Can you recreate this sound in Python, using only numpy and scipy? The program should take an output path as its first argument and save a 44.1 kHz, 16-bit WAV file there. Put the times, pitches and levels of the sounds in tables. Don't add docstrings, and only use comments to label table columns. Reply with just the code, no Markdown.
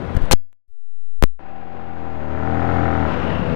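import sys
import numpy as np
from scipy import signal
from scipy.fft import rfft, irfft
from scipy.io import wavfile
from scipy.ndimage import uniform_filter1d

SR = 44100
rng = np.random.default_rng(int(sys.argv[2]) if len(sys.argv) > 2 else 0)


def transcribe(signal):
    frames = np.atleast_2d(signal).T
    limited = np.clip(frames, -1, 1)
    pcm = np.round(limited * 32767).astype(np.int16)
    wavfile.write(sys.argv[1], SR, pcm)


def boost(x):
    u = np.asarray(x, float) / 20
    return 10 ** u


N = 156555
T = np.arange(N) / SR
LOST_S, BACK_S = .312, 1.389
RAIL = .9


def rms_one(x):
    return x / np.sqrt(np.mean(x ** 2) + 1e-20)


def in_time(rows):
    s, *columns = np.transpose(rows)
    return [np.interp(T, s, column) for column in columns]


def low(x, hz, order=2):
    return signal.sosfilt(signal.butter(order, hz, fs=SR, output="sos"), x)


def drift(hz):
    return rms_one(low(rng.standard_normal(N + SR), hz)[SR:])


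def pipes(x, table):
    out = 0
    for k, (hz, width, db) in enumerate(table):
        r = np.exp(-np.pi * width / SR)
        ringing = signal.lfilter([1, 0, -1], [1, -2 * r * np.cos(2 * np.pi * hz / SR), r * r], x)
        out = out + (-1) ** k * boost(db) * rms_one(ringing)
    return rms_one(out)


def coloured(x, spectrum):
    hz, db = np.transpose(spectrum)
    f = np.arange(N // 2 + 1) * SR / N + 1
    gain = boost(np.interp(np.log(f), np.log(hz), db))
    return rms_one(irfft(rfft(x) * gain, N))


def hiss():
    edge = signal.ellip(12, 1, 60, 15750, fs=SR, output="sos")
    return signal.sosfilt(edge, rng.standard_normal(N))


def firings(turns, spread_db):
    passed = np.diff(np.floor(turns), prepend=0) > 0
    return passed * boost(spread_db * rng.standard_normal(N))


# t/s, f/Hz
ENGINE_SPEED = [(1.4, 36.4), (1.58, 41.5), (1.75, 44.2), (2.09, 40.7), (2.24, 37.9), (2.3, 38.2),
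                (2.51, 41.4), (2.7, 42.7), (2.93, 41.1), (3.07, 39.3), (3.15, 37.0), (3.32, 38.1),
                (3.5, 35.0), (3.55, 34.7)]


def engine_turns():
    first_hz, start_turn, jitter = 41.84, .02, .003
    hz = np.where(T < LOST_S, first_hz, in_time(ENGINE_SPEED)[0])
    return np.cumsum(hz) / SR + start_turn + jitter * drift(12)


# multiple of the firing rate, level/dB
EXHAUST_TONES = [(1, -14), (2, 2.5), (3, -1), (4, -4), (5, -4.5), (6, -1.5), (7, -1.5), (8, -9), (9, -5),
                 (10, -32.5), (11, -4.5), (12, -26), (13, -12.5), (14, -23), (15, -13), (16, -8)]
COASTING_CHANGE = [4.5, 0.2, -1.5, 2, 4, -1.5, -2.5, 1.5, 0.8, 7, -0.5, 5.5, 0, 2.5, -8, -3.5]
# t/s, t/s
THROTTLE_OPENS = (1.9, 2.2)


def exhaust_tones(turns):
    wobble_db, phase_spread = 1.1, .55
    shut = np.interp(T, THROTTLE_OPENS, [1, 0])
    out = 0
    for (multiple, db), coasting_db in zip(EXHAUST_TONES, COASTING_CHANGE):
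        phase = 0.27 + phase_spread * (rng.random() - .5)
        level = boost(db + shut * coasting_db + wobble_db * drift(12))
        out = out + level * np.sin(2 * np.pi * (multiple * turns + phase))
    return rms_one(out)


def exhaust_blows(turns):
    puff_share, soft_hz = .4, 2393
    clicks = firings(turns + .57, 1.2) + puff_share * firings(turns + .21, 3.0)
    return low(clicks, soft_hz, order=4)


# f/Hz, width/Hz, level/dB
EXHAUST_PIPES = [(616, 20, -6), (982, 52, -8), (537.4, 25, -4.5), (897, 50, -6.5)]


def pipe_ring(blows):
    return pipes(blows, EXHAUST_PIPES)


# f/Hz, width/Hz, level/dB
SILENCER_SHELL = [(1237, 53, -4.5), (1335, 70, -1), (1476, 50, -4.5), (1800, 100, -6), (2200, 250, -12.5)]
# t/s, level/dB
SILENCER_BARK = [(0, -23), (.3, -16), (1.4, -17), (2.25, -17), (2.35, -9), (2.7, -8), (2.95, -7),
                 (3.15, -11.5), (3.55, -13.5)]


def silencer_bark(blows):
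    return boost(in_time(SILENCER_BARK)[0]) * pipes(blows, SILENCER_SHELL)


def airbox_ring(turns):
    hz, width_hz, lag_turns = 772.7, 62, .17
    gulps = firings(turns + .57 - lag_turns, 1.6) + .15 * firings(turns + .57, 3.0)
    for _ in range(2):
        gulps = pipes(gulps, [(hz, width_hz, 0)])
    return gulps


# f/Hz, level/dB per Hz
ROAR_COLOUR = [(29, -35), (50, -5.5), (165, -7.5), (292, -4), (428, -8), (1450, -10.5), (2820, -23.5),
               (3760, -31), (9500, -61), (15000, -82.5)]


def gas_roar(turns):
    gate_depth = 0.13
    gate = 1 + gate_depth * np.cos(2 * np.pi * turns)
    return coloured(gate * rng.standard_normal(N), ROAR_COLOUR) * boost(0.71 * drift(16.0))


def whine():
    hz, width_hz, top_hz, from_s = 7064, 900, 7450, 1.87
    band = low(pipes(rng.standard_normal(N), [(hz, width_hz, 0)]), top_hz, order=16)
    return rms_one(band) * np.clip((T - from_s) / .1, 0, 1)


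# t/s, level/dB, bass/dB, airbox ring/dB
ENGINE_BEFORE = [
    (0.0, -37, 15, -4),
    (0.142, -35, 12.5, -10.5),
    (0.3, -36, 6.5, -7),
]
# t/s, level/dB, bass/dB, airbox ring/dB
ENGINE_AFTER = [(1.4, -41, -10.5, -1), (1.46, -39.5, -5, 4.5), (2.22, -30.5, 2.5, -3.5),
                (2.5, -24.5, 5, -2), (2.76, -21.5, 4.5, -1.5), (3.08, -21.5, 3, -3.5),
                (3.16, -26.5, 3.5, -1), (3.25, -26.5, 7, -1), (3.53, -28, 6, -7)]
# t/s, share
ENGINE_ROUGHNESS = [(0, .45), (.3, .45), (1.4, .15), (2.3, .09), (2.5, .08), (3.05, .1), (3.16, .45),
                    (3.55, .4)]


def engine():
    db, bass_db, ring_db = in_time(ENGINE_BEFORE + ENGINE_AFTER)
    rough, = in_time(ENGINE_ROUGHNESS)
    turns = engine_turns()
    blows = exhaust_blows(turns)
    clean = boost(2.5) * exhaust_tones(turns)
    clean = clean + boost(-5.5 - 0.61 * np.maximum(ring_db, 0)) * pipe_ring(blows)
    clean = clean + boost(-3 + ring_db) * airbox_ring(turns) + silencer_bark(blows)
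    whole = (1 - rough) * clean + np.sqrt(rough) * boost(5.5) * gas_roar(turns) + boost(-45) * whine()
    bass = (boost(bass_db) - 1) * low(whole, 200, order=1)
    air = boost(-54 + .72 * db) * hiss()
    return boost(db) * (whole + bass) + air


# t/s, level/dB
PASSER_LEVEL = [(0, -32), (.12, -32.5), (.3, -29), (1.4, -65), (2.9, -41.5), (3.12, -27), (3.3, -22.5),
                (3.55, -19.5)]
# t/s, f/Hz
PASSER_SPEED = [(0, 92.76), (.1, 98.92), (.14, 95.65), (.22, 84.44), (.3, 82.84), (2.9, 80.47),
                (3.22, 83.47), (3.28, 82.4), (3.33, 76), (3.38, 88.38), (3.43, 82.95), (3.55, 81.14)]
# f/Hz, width/Hz, level/dB
PASSER_EXHAUST = [(157.9, 120, -3), (258, 45, -10), (480, 23, -13), (670, 20, -16.5)]


def passer_thuds():
    turns = np.cumsum(in_time(PASSER_SPEED)[0]) / SR + .02 * drift(20)
    thuds = low(firings(turns, 2.6) + 0.026 * rng.standard_normal(N), 570, order=4)
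    return boost(in_time(PASSER_LEVEL)[0]) * pipes(thuds, PASSER_EXHAUST)


def grit():
    dust = boost(-58) * drift(5000)
    scrub = low(np.diff(rng.standard_normal(N + 1)), 3700, order=8)
    return (dust + boost(-51) * rms_one(scrub)) * (T < LOST_S)


# t/s, height, rise/s, fall/s, scratch level/dB
PLUG_KNOCKS = [
    (.1535, .55, .002, .002, -38),
    (.1716, .95, .004, .0007, -26),
    (.174, -.12, .002, .04, -60),
    (.223, .55, .006, .035, -37),
    (.229, 0, .002, .002, -41),
    (.2415, -.55, .002, .045, -46),
    (.258, .05, .001, .003, -36),
]


def knocks():
    scratch = drift(11000) * 0.22 + drift(1600)
    out = 0
    for s, height, rise, fall, db in PLUG_KNOCKS:
        t = T - s
        hump = np.where(t < 0, np.exp(-(t / rise) ** 2), np.exp(-np.abs(t) / fall))
        out = out + height * hump
        out = out + boost(db) * scratch * np.exp(-((t + 0.0025) / .004) ** 2)
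    return out * (T < LOST_S)


CRACKLE_END_S = .3343


def crackle():
    snap_s = .0002
    spit = .25 * drift(8500) * boost(4.0 * drift(400))
    volts = .45 + .35 * drift(600) + spit
    volts = np.where(T < LOST_S + 4 * snap_s, -.5, volts)
    volts = np.where(T < LOST_S + snap_s, np.pi / 2, volts)
    dying = np.clip((CRACKLE_END_S - T) / .005, .3, 1)
    chatter = RAIL * np.sin(volts) * dying * (T > LOST_S) * (T < CRACKLE_END_S)
    fading = np.exp(-np.abs(T - CRACKLE_END_S) / 0.0036) * (T > CRACKLE_END_S)
    return chatter + boost(-17.5) * drift(4000) * fading


# t/s, from turns, to turns, settle/s, hold/s, share that sags fast
INPUT_SURGES = [
    (.3347, .1, 1.25, .0011, .0065, .45),
    (1.2253, .2, 1.25, .0009, .0125, 1),
    (1.2378, .8, .25, .00025, .0013, 1),
    (1.2391, .25, -.25, .0006, .0016, .2),
]


def surges():
    dip, fast_s, slow_s = .7, .008, .046
    out = 0
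    for s, start, end, settle, hold, fast in INPUT_SURGES:
        t = np.maximum(T - s, 0)
        turn = end + (start - end) * np.exp(-t / settle)
        fold = np.clip(1.1 * np.sin(2 * np.pi * turn), -1, 1)
        shrink = 1 - (1 - dip) * np.minimum(t / settle, 1)
        fold = np.where(fold < 0, fold * shrink, fold)
        late = np.maximum(t - hold, 0)
        if fast == 1:
            sag = late == 0
        else:
            sag = fast * np.exp(-late / fast_s) + (1 - fast) * np.exp(-late / slow_s)
        out = out + RAIL * fold * sag * (T > s)
    return out


def tick():
    return -.007 * (np.abs(T - .5293) < .0001)


# t/s, height
RESTING_VOLTAGE = [(.68, 0), (.72, -.032), (.78, -.058), (1.19, -.18), (1.205, -.14), (1.225, -.07),
                   (1.238, -.16), (1.2405, -.16), (1.2425, .02), (1.245, -.04), (1.27, -.02), (1.39, -.01),
                   (1.45, .052), (1.5, .06), (1.75, .05), (2.1, .08), (2.6, .092), (2.9, .085),
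                   (3.55, .045)]


def input_bias():
    return uniform_filter1d(in_time(RESTING_VOLTAGE)[0], size=70)


def input_hiss():
    return boost(-79) * hiss() * (T > .68) * (T < 1.225)


# t/s, level/dB, f/Hz
CHAIN_RASP = [
    (2.95, -61.5, 2600),
    (3.1, -44.5, 2690),
    (3.33, -39.5, 2890),
    (3.55, -45, 2535),
]


def passer_rasp():
    width_hz = 190
    db, hz = in_time(CHAIN_RASP)
    phase = 2 * np.pi * np.cumsum(hz) / SR
    rasp = drift(width_hz) * np.sin(phase) + drift(width_hz) * np.cos(phase)
    return boost(db) * rasp * (T > BACK_S)


def scene():
    fade_s = .003
    contact = (T < LOST_S) + np.clip(np.minimum(T - BACK_S, T[-1] - T) / fade_s, 0, 1)
    bikes = engine() + passer_thuds() + passer_rasp()
    faults = grit() + knocks() + crackle() + surges() + tick() + input_bias()
    return np.array([contact * bikes + faults, np.zeros(N)])


def low_pass(x):
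    return signal.sosfilt(signal.butter(12, 17030, fs=SR, output="sos"), x)


def record(dry):
    live_side = [[1], [0]]
    limited = np.clip(dry + input_hiss() * live_side, -RAIL, RAIL)
    top = signal.cheby2(10, 60, 17100, fs=SR, output="sos")
    mix = signal.sosfilt(top, limited)
    return low_pass(mix)


dry = scene()
out = record(dry)
transcribe(out)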